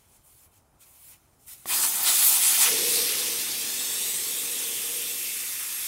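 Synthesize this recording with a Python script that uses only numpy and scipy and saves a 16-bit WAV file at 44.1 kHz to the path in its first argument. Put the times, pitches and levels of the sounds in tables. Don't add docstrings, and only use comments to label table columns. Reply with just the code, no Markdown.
import sys
import numpy as np
from scipy import signal
from scipy.fft import rfft, irfft
from scipy.io import wavfile
from scipy.ndimage import uniform_filter1d

SR = 44100
rng = np.random.default_rng(int(sys.argv[2]) if len(sys.argv) > 2 else 0)


def store_pcm(level_fs):
    pcm = np.round(np.clip(level_fs, -1, 1) * 32767).astype(np.int16)
    wavfile.write(sys.argv[1], SR, np.atleast_2d(pcm).T)


N = 258867
TIME, SPECTRUM_HZ = np.arange(N) / SR, np.fft.rfftfreq(N, 1 / SR)
FRAME_S, BIN_HZ = np.arange(N // 256 + 5) * 256 / SR, np.fft.rfftfreq(1024, 1 / SR)
TREBLE_OCTAVES = np.log2(np.maximum(BIN_HZ, 6500) / 10000)
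POP_S, LIFT_S = 1.6574, 2.69

# (time [s], half length [s], centre [Hz], width [Hz], gain [dB])
SPITS = [(1.723, 0.023, 2500, 1500, 6), (1.77, 0.046, 5000, 9000, 4), (1.845, 0.015, 3500, 7000, 7),
         (2.0, .025, 1000, 400, 6.5), (2.035, 0.0054, 14900, 2600, 11), (2.083, 0.028, 2400, 2300, 7),
         (2.085, 0.015, 9000, 3000, 2), (2.27, 0.041, 13500, 4060, 6.3), (2.405, 0.023, 7000, 6000, -2),
         (2.47, 0.027, 9000, 1300, 4.5), (2.628, 0.017, 6000, 7100, 4), (2.672, 0.017, 2200, 1600, 8)]


def amp(db):
    return 10 ** (np.asarray(db) / 20)


def unit(x):
    return x / np.sqrt(np.mean(x ** 2) + 1e-20)


def since(s, t=TIME):
    return np.maximum(t - s, 0)


def ramp(s, length):
    return .5 + .5 * np.tanh((TIME - s) / length)


def burst(start, end, db, swell_db, attack_s, release_s):
    held = np.clip((TIME - start) / (end - start), 0, 1)
    return amp(db + swell_db * held) * ramp(start, attack_s) * np.exp(-since(end) / release_s)


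def curves(rows, t):
    s, *columns = np.transpose(rows)
    return [np.interp(t, s, column) for column in columns]


def colour(points):
    hz, db = np.transpose(points)
    return np.interp(np.log(BIN_HZ + 1), np.log(hz), db)


def bell(hz, width_hz):
    return np.exp(-.5 * ((BIN_HZ - hz) / width_hz) ** 2)


def peaks(rows):
    return sum(db * bell(hz, width) for hz, width, db in rows)


def surges(rows):
    return sum(db * np.exp(-.5 * ((FRAME_S[:, None] - s) / length) ** 2) * bell(hz, width)
               for s, length, hz, width, db in rows)


def noise(eq_db, patchy_db=0):
    real, imag, eddies = rng.standard_normal((3, len(FRAME_S), len(BIN_HZ)))
    eddies = unit(uniform_filter1d(uniform_filter1d(eddies, size=7, axis=0), size=18, axis=1))
    spectra = (real + 1j * imag) * amp(eq_db + patchy_db * eddies)
    return unit(signal.istft(spectra.T, nperseg=1024, noverlap=768)[1][:N])


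def steady_noise(response):
    return unit(irfft(rfft(rng.standard_normal(N)) * response, N))


def flutter(depth_db, rate_hz):
    response = SPECTRUM_HZ / (SPECTRUM_HZ + rate_hz / 10) / (1 + (SPECTRUM_HZ / rate_hz) ** 2)
    return amp(depth_db * steady_noise(response))


def split(x):
    above_roar, above_middle = (1 / (1 + (hz / (SPECTRUM_HZ + 1)) ** 16) for hz in (1800, 6500))
    shares = (1 - above_roar, above_roar - above_middle, above_middle)
    return [irfft(rfft(x) * share, N) for share in shares]


def scatter(x, strength, count=24):
    delay_s = rng.uniform(.003, .016, count)
    taps = np.zeros(SR // 10)
    taps[(delay_s * SR).astype(int)] = strength * rng.choice([-1, 1], count) / np.sqrt(count)
    taps[0] = 1
    return signal.oaconvolve(x, taps)[:N]


def jet(gains, eq_db, tilt_db_per_octave, patchy_db, echo):
    tilt_db = np.reshape(tilt_db_per_octave, (-1, 1)) * TREBLE_OCTAVES
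    hiss = scatter(noise(eq_db + tilt_db, patchy_db), echo)
    return sum(gain * unit(band) for gain, band in zip(gains, split(hiss)))


def outdoors():
    # (frequency [Hz], relative level [dB])
    bed_tone = [(15, -40), (28, -13), (50, 0.5), (105, -1.5), (170, -11.5), (300, -12), (520, -16),
                (800, -13), (1300, -18), (2000, -29), (4000, -48)]
    return amp(-64) * noise(colour(bed_tone), patchy_db=-1.5)


def tire_air(weak_s=4.96):
    # (frequency [Hz], relative level [dB])
    rumble_tone = [(50, -22), (120, -13), (200, -2), (330, 0.5), (420, 0.5), (520, -8), (650, -7.5),
                   (900, -23.5)]
    # (frequency [Hz], half width [Hz], relative level [dB])
    cavity_modes = [(476, 13, 0), (438, 30, -7), (525, 30, -17)]
    held_db = -53 + np.interp(TIME, FRAME_S, surges(SPITS)[:, 0])
    gush_db = 8 * np.exp(-since(LIFT_S) / 0.34)
    free_db = -48 + gush_db - 2 * since(LIFT_S) - 10 * since(weak_s)
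    rumble = amp(held_db + (free_db - held_db) * ramp(LIFT_S, 0.038)) * noise(colour(rumble_tone))
    cavity = sum(amp(db) / (1 + ((SPECTRUM_HZ - hz) / width) ** 2) for hz, width, db in cavity_modes)
    ringing = signal.hilbert(steady_noise(cavity))
    hum = unit(ringing.real / np.sqrt(1 + (0.38 * abs(ringing)) ** 2))
    first_blow = burst(2.678, 3.335, db=-36.5, swell_db=-9.53, attack_s=.018, release_s=0.066)
    soft_blow = burst(3.55, weak_s, db=-55.3, swell_db=3.7, attack_s=0.086, release_s=0.33)
    return rumble * ramp(POP_S, .002) + (first_blow + soft_blow) * hum


def seep():
    # (frequency [Hz], relative level [dB])
    seep_tone = [(500, -25), (1100, -18), (2300, -8.5), (4000, -12), (6000, -8.5), (8000, -0.5), (10000, 2),
                 (12300, -0.5), (14000, 0.5), (15800, -3.5)]
    # (centre [Hz], width [Hz], gain [dB])
    thread_gap = [(1730, 143, -3.5), (2870, 91, -3.3), (3050, 37, 3.0), (4720, 61, -3.9), (5700, 108, -3.7),
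                  (6000, 54, 3.2), (6490, 102, -3.3), (6770, 98, 4.4), (7470, 55, 2.8), (8090, 88, -2.9),
                  (8650, 65, 3.6), (9650, 197, 1.7), (12040, 54, 3.1), (12240, 88, -4.5),
                  (13000, 146, -2.5), (13320, 60, 3.3), (13980, 210, 2.1), (14560, 94, -2.7)]
    # (start [s], end [s], treble level [dB], swell [dB], middle against treble [dB], tilt [dB/octave])
    twists = [(0.08, 0.168, -65, 7, -16, -4.5), (0.24, 0.455, -59, 2, -10, 1.5),
              (0.51, 0.58, -67, 5, -7, -2), (0.801, 0.836, -54, 0, -8.5, -2.5),
              (0.85, 1.0, -57.5, 2.5, -8, 2.5), (1.0, 1.103, -53.5, 4, -8, 4.5),
              (1.103, 1.133, -52, 0.5, -4, 1), (1.392, 1.468, -64.5, 7, -13, -3),
              (1.471, 1.535, -43.7, 1, -8, 1), (1.558, 1.655, -53, -1, -7.5, 1)]
    # (time [s], treble level [dB])
    rest_leak = [(0.0, -64.5), (0.22, -68.5), (0.68, -73.5), (1.2, -67.5), (1.36, -70)]
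    leak_middle_db, leak_tilt, middle_lag_s = -5, -2, 0.0052
    spurts = [burst(*row[:4], attack_s=0.011, release_s=.021) for row in twists]
    leak = amp(curves(rest_leak, TIME)[0])
    power = np.array(spurts + [leak]) ** 2
    middle_db, tilts = np.transpose([row[4:] for row in twists] + [(leak_middle_db, leak_tilt)])
    tilt = np.interp(FRAME_S, TIME, tilts @ power / power.sum(0))
    hiss = noise(colour(seep_tone) + peaks(thread_gap) + tilt[:, None] * TREBLE_OCTAVES, patchy_db=1.5)
    roar, middle, treble = split(scatter(hiss, strength=0.3))
    body_gain = np.interp(TIME - middle_lag_s, TIME, np.sqrt(amp(middle_db) ** 2 @ power))
    body = body_gain * (middle + roar) / np.std(middle)
    sizzle = np.sqrt(power.sum(0)) * unit(treble)
    return (sizzle + body) * flutter(depth_db=.5, rate_hz=44) * (1 - ramp(POP_S, .002))


def pop():
    # (frequency [Hz], level [dB], time to fall 60 dB [s])
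    hand_modes = [(390, -55.5, .025), (790, -35, 0.02), (1130, -30.5, 0.018), (1900, -31, .008),
                  (3400, -33, .005), (5000, -43, 0.0037)]
    t = since(POP_S)
    return sum(amp(db - 60 * t / t60) * np.sin(2 * np.pi * hz * t) for hz, db, t60 in hand_modes)


def held_jet():
    # (frequency [Hz], relative level [dB])
    held_tone = [(450, -40), (600, -17.5), (760, -8), (1500, -8), (3000, -6), (5500, -3.5), (8500, -1),
                 (11200, 0), (13000, -3), (15800, -5)]
    # (centre [Hz], width [Hz], gain [dB])
    hand_hollow = [(660, 26, -3.6), (850, 40, 2.1), (970, 39, -2.2), (1620, 47, -7.1), (2340, 36, -3.6),
                   (2480, 57, 3.0), (3090, 34, 2.0), (3230, 30, 2.8), (3590, 76, 3.6), (4280, 51, 2.0),
                   (4460, 32, -3.6), (4560, 32, 2.9), (4670, 27, -3.3), (4850, 31, -2.8), (5000, 38, 2.7),
                   (5560, 127, -3.0), (6160, 45, 4.1), (6430, 134, -2.2), (7060, 97, 2.2), (7340, 51, -2.8),
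                   (7860, 87, 2.4), (8640, 63, 2.9), (8940, 41, 2.3), (11190, 81, 3.5), (11520, 134, -1.7),
                   (11860, 58, 1.9), (13720, 201, -1.6), (14290, 66, 3.3), (14570, 92, -2.1),
                   (15070, 61, 2.3)]
    unseated_db, clear_db = (-43.5, -35, -26), (-40, -28.5, -20.5)
    first_gap = amp(-16)
    opening = first_gap + (1 - first_gap) * ramp(1.687, 0.016)
    clear = ramp(2.06, 0.012)
    gains = [opening * amp(low + (high - low) * clear) for low, high in zip(unseated_db, clear_db)]
    tilt = 3 - 3.5 * (np.clip(FRAME_S, POP_S, LIFT_S) - POP_S)
    eq_db = colour(held_tone) + peaks(hand_hollow) + surges(SPITS)
    hiss = jet(gains, eq_db, tilt, patchy_db=1.5, echo=0.23)
    gate = ramp(POP_S, .001) * np.sqrt(1 - ramp(LIFT_S, 0.027))
    return hiss * flutter(depth_db=0.3, rate_hz=62) * gate


def free_jet():
    # (frequency [Hz], relative level [dB])
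    free_tone = [(450, -20.5), (750, -9), (1400, -9), (2400, -6.5), (4000, -4), (6000, -1.5), (8500, 4),
                 (11500, 2), (14000, -1.5), (15800, -4)]
    # (centre [Hz], width [Hz], gain at depth 1 [dB])
    open_stem = [(680, 35, -3.3), (1230, 79, 1.4), (1770, 22, 2.5), (2330, 62, -2.5), (2460, 310, 2.9),
                 (2690, 34, 2.9), (2800, 39, -3.0), (3520, 202, 3.6), (4150, 32, 3.0), (4260, 300, -2.0),
                 (4730, 55, 2.3), (4940, 95, -2.4), (6200, 91, 1.4), (7260, 53, -3.0), (7460, 85, 1.8),
                 (7710, 57, -3.5), (8460, 193, 3.4), (9520, 141, -2.5), (10380, 197, -2.2),
                 (10940, 145, 3.9), (11760, 133, 2.2), (12380, 98, -3.1), (13000, 143, 2.1),
                 (14430, 197, -1.9)]
    # (time [s], echo delay [ms], peak echo strength [ratio])
    reflection = [(2.75, 2.76, .35), (3.05, 2.6, .35), (3.25, 2.2, .25), (3.4, 1.45, .22), (3.68, 1.17, .4),
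                  (3.9, 1.11, .42), (4.1, 1.03, .36), (4.45, .8, .22), (4.7, .6, 0)]
    # (time [s], centre [Hz], gain [dB])
    bright_hump = [(2.7, 3600, -1.5), (2.95, 4040, 2.5), (3.15, 5150, 1), (3.38, 5650, 0.5),
                   (3.6, 5900, -1), (3.8, 8000, 5.5), (4.3, 7800, 2), (4.7, 8500, -1)]
    # (time [s], half length [s], centre [Hz], width [Hz], gain [dB])
    swells = [(2.75, 0.048, 3000, 8000, 2), (2.94, 0.057, 12000, 5000, 4), (3.02, 0.23, 5000, 11000, 3),
              (3.12, .22, 7200, 700, -3.5), (3.6, 0.21, 9700, 2980, -2.5), (4.2, 0.45, 8100, 1500, 0.5),
              (5.25, 0.09, 900, 700, -3.5), (5.5, 0.31, 9000, 1190, -2), (5.65, 0.22, 1320, 219, 2.5),
              (4.45, 0.17, 5170, 700, -2), (5.6, .35, 3530, 280, -1.5), (5.65, .2, 700, 200, -3)]
    t = FRAME_S[:, None]
    delay_ms, strength = curves(reflection, t)
    mirrored = strength * bell(5500, 3200)
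    comb_db = 20 * np.log10(abs(1 + mirrored * np.exp(2j * np.pi * BIN_HZ * delay_ms / 1000)))
    stem_depth = 0.48 + 0.3 * since(LIFT_S, t)
    grown = .5 + .5 * np.tanh((t - 3.95) / 0.47)
    hollow_hz = 3710 - 1320 * since(4.37, t)
    bright_hz, bright_db = curves(bright_hump, t)
    humps_db = 3.5 * grown * bell(hollow_hz, width_hz=420) + bright_db * bell(bright_hz, width_hz=370)
    eq_db = colour(free_tone) + stem_depth * peaks(open_stem) + comb_db + surges(swells) + humps_db
    start_db, sag_db_per_s = (-48, -31.5, -28), (-2, -2.5, -0.97)
    gains = [amp(db + sag * since(LIFT_S)) for db, sag in zip(start_db, sag_db_per_s)]
    hiss = jet(gains, eq_db, tilt_db_per_octave=2.5, patchy_db=1.19, echo=0.24)
    return hiss * flutter(depth_db=0.25, rate_hz=86) * np.sqrt(ramp(LIFT_S, 0.011))


def scene():
    mono = seep() + pop() + held_jet() + free_jet() + tire_air() + outdoors()
    return np.array([mono, mono])


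def record(dry):
    high_pass = signal.butter(2, 38, "high", fs=SR, output="sos")
    low_pass = signal.firwin(801, 15780, window=("kaiser", 9), fs=SR)
    return signal.oaconvolve(signal.sosfilt(high_pass, dry), low_pass[None], "same", axes=1)


dry = scene()
out = record(dry)
store_pcm(out)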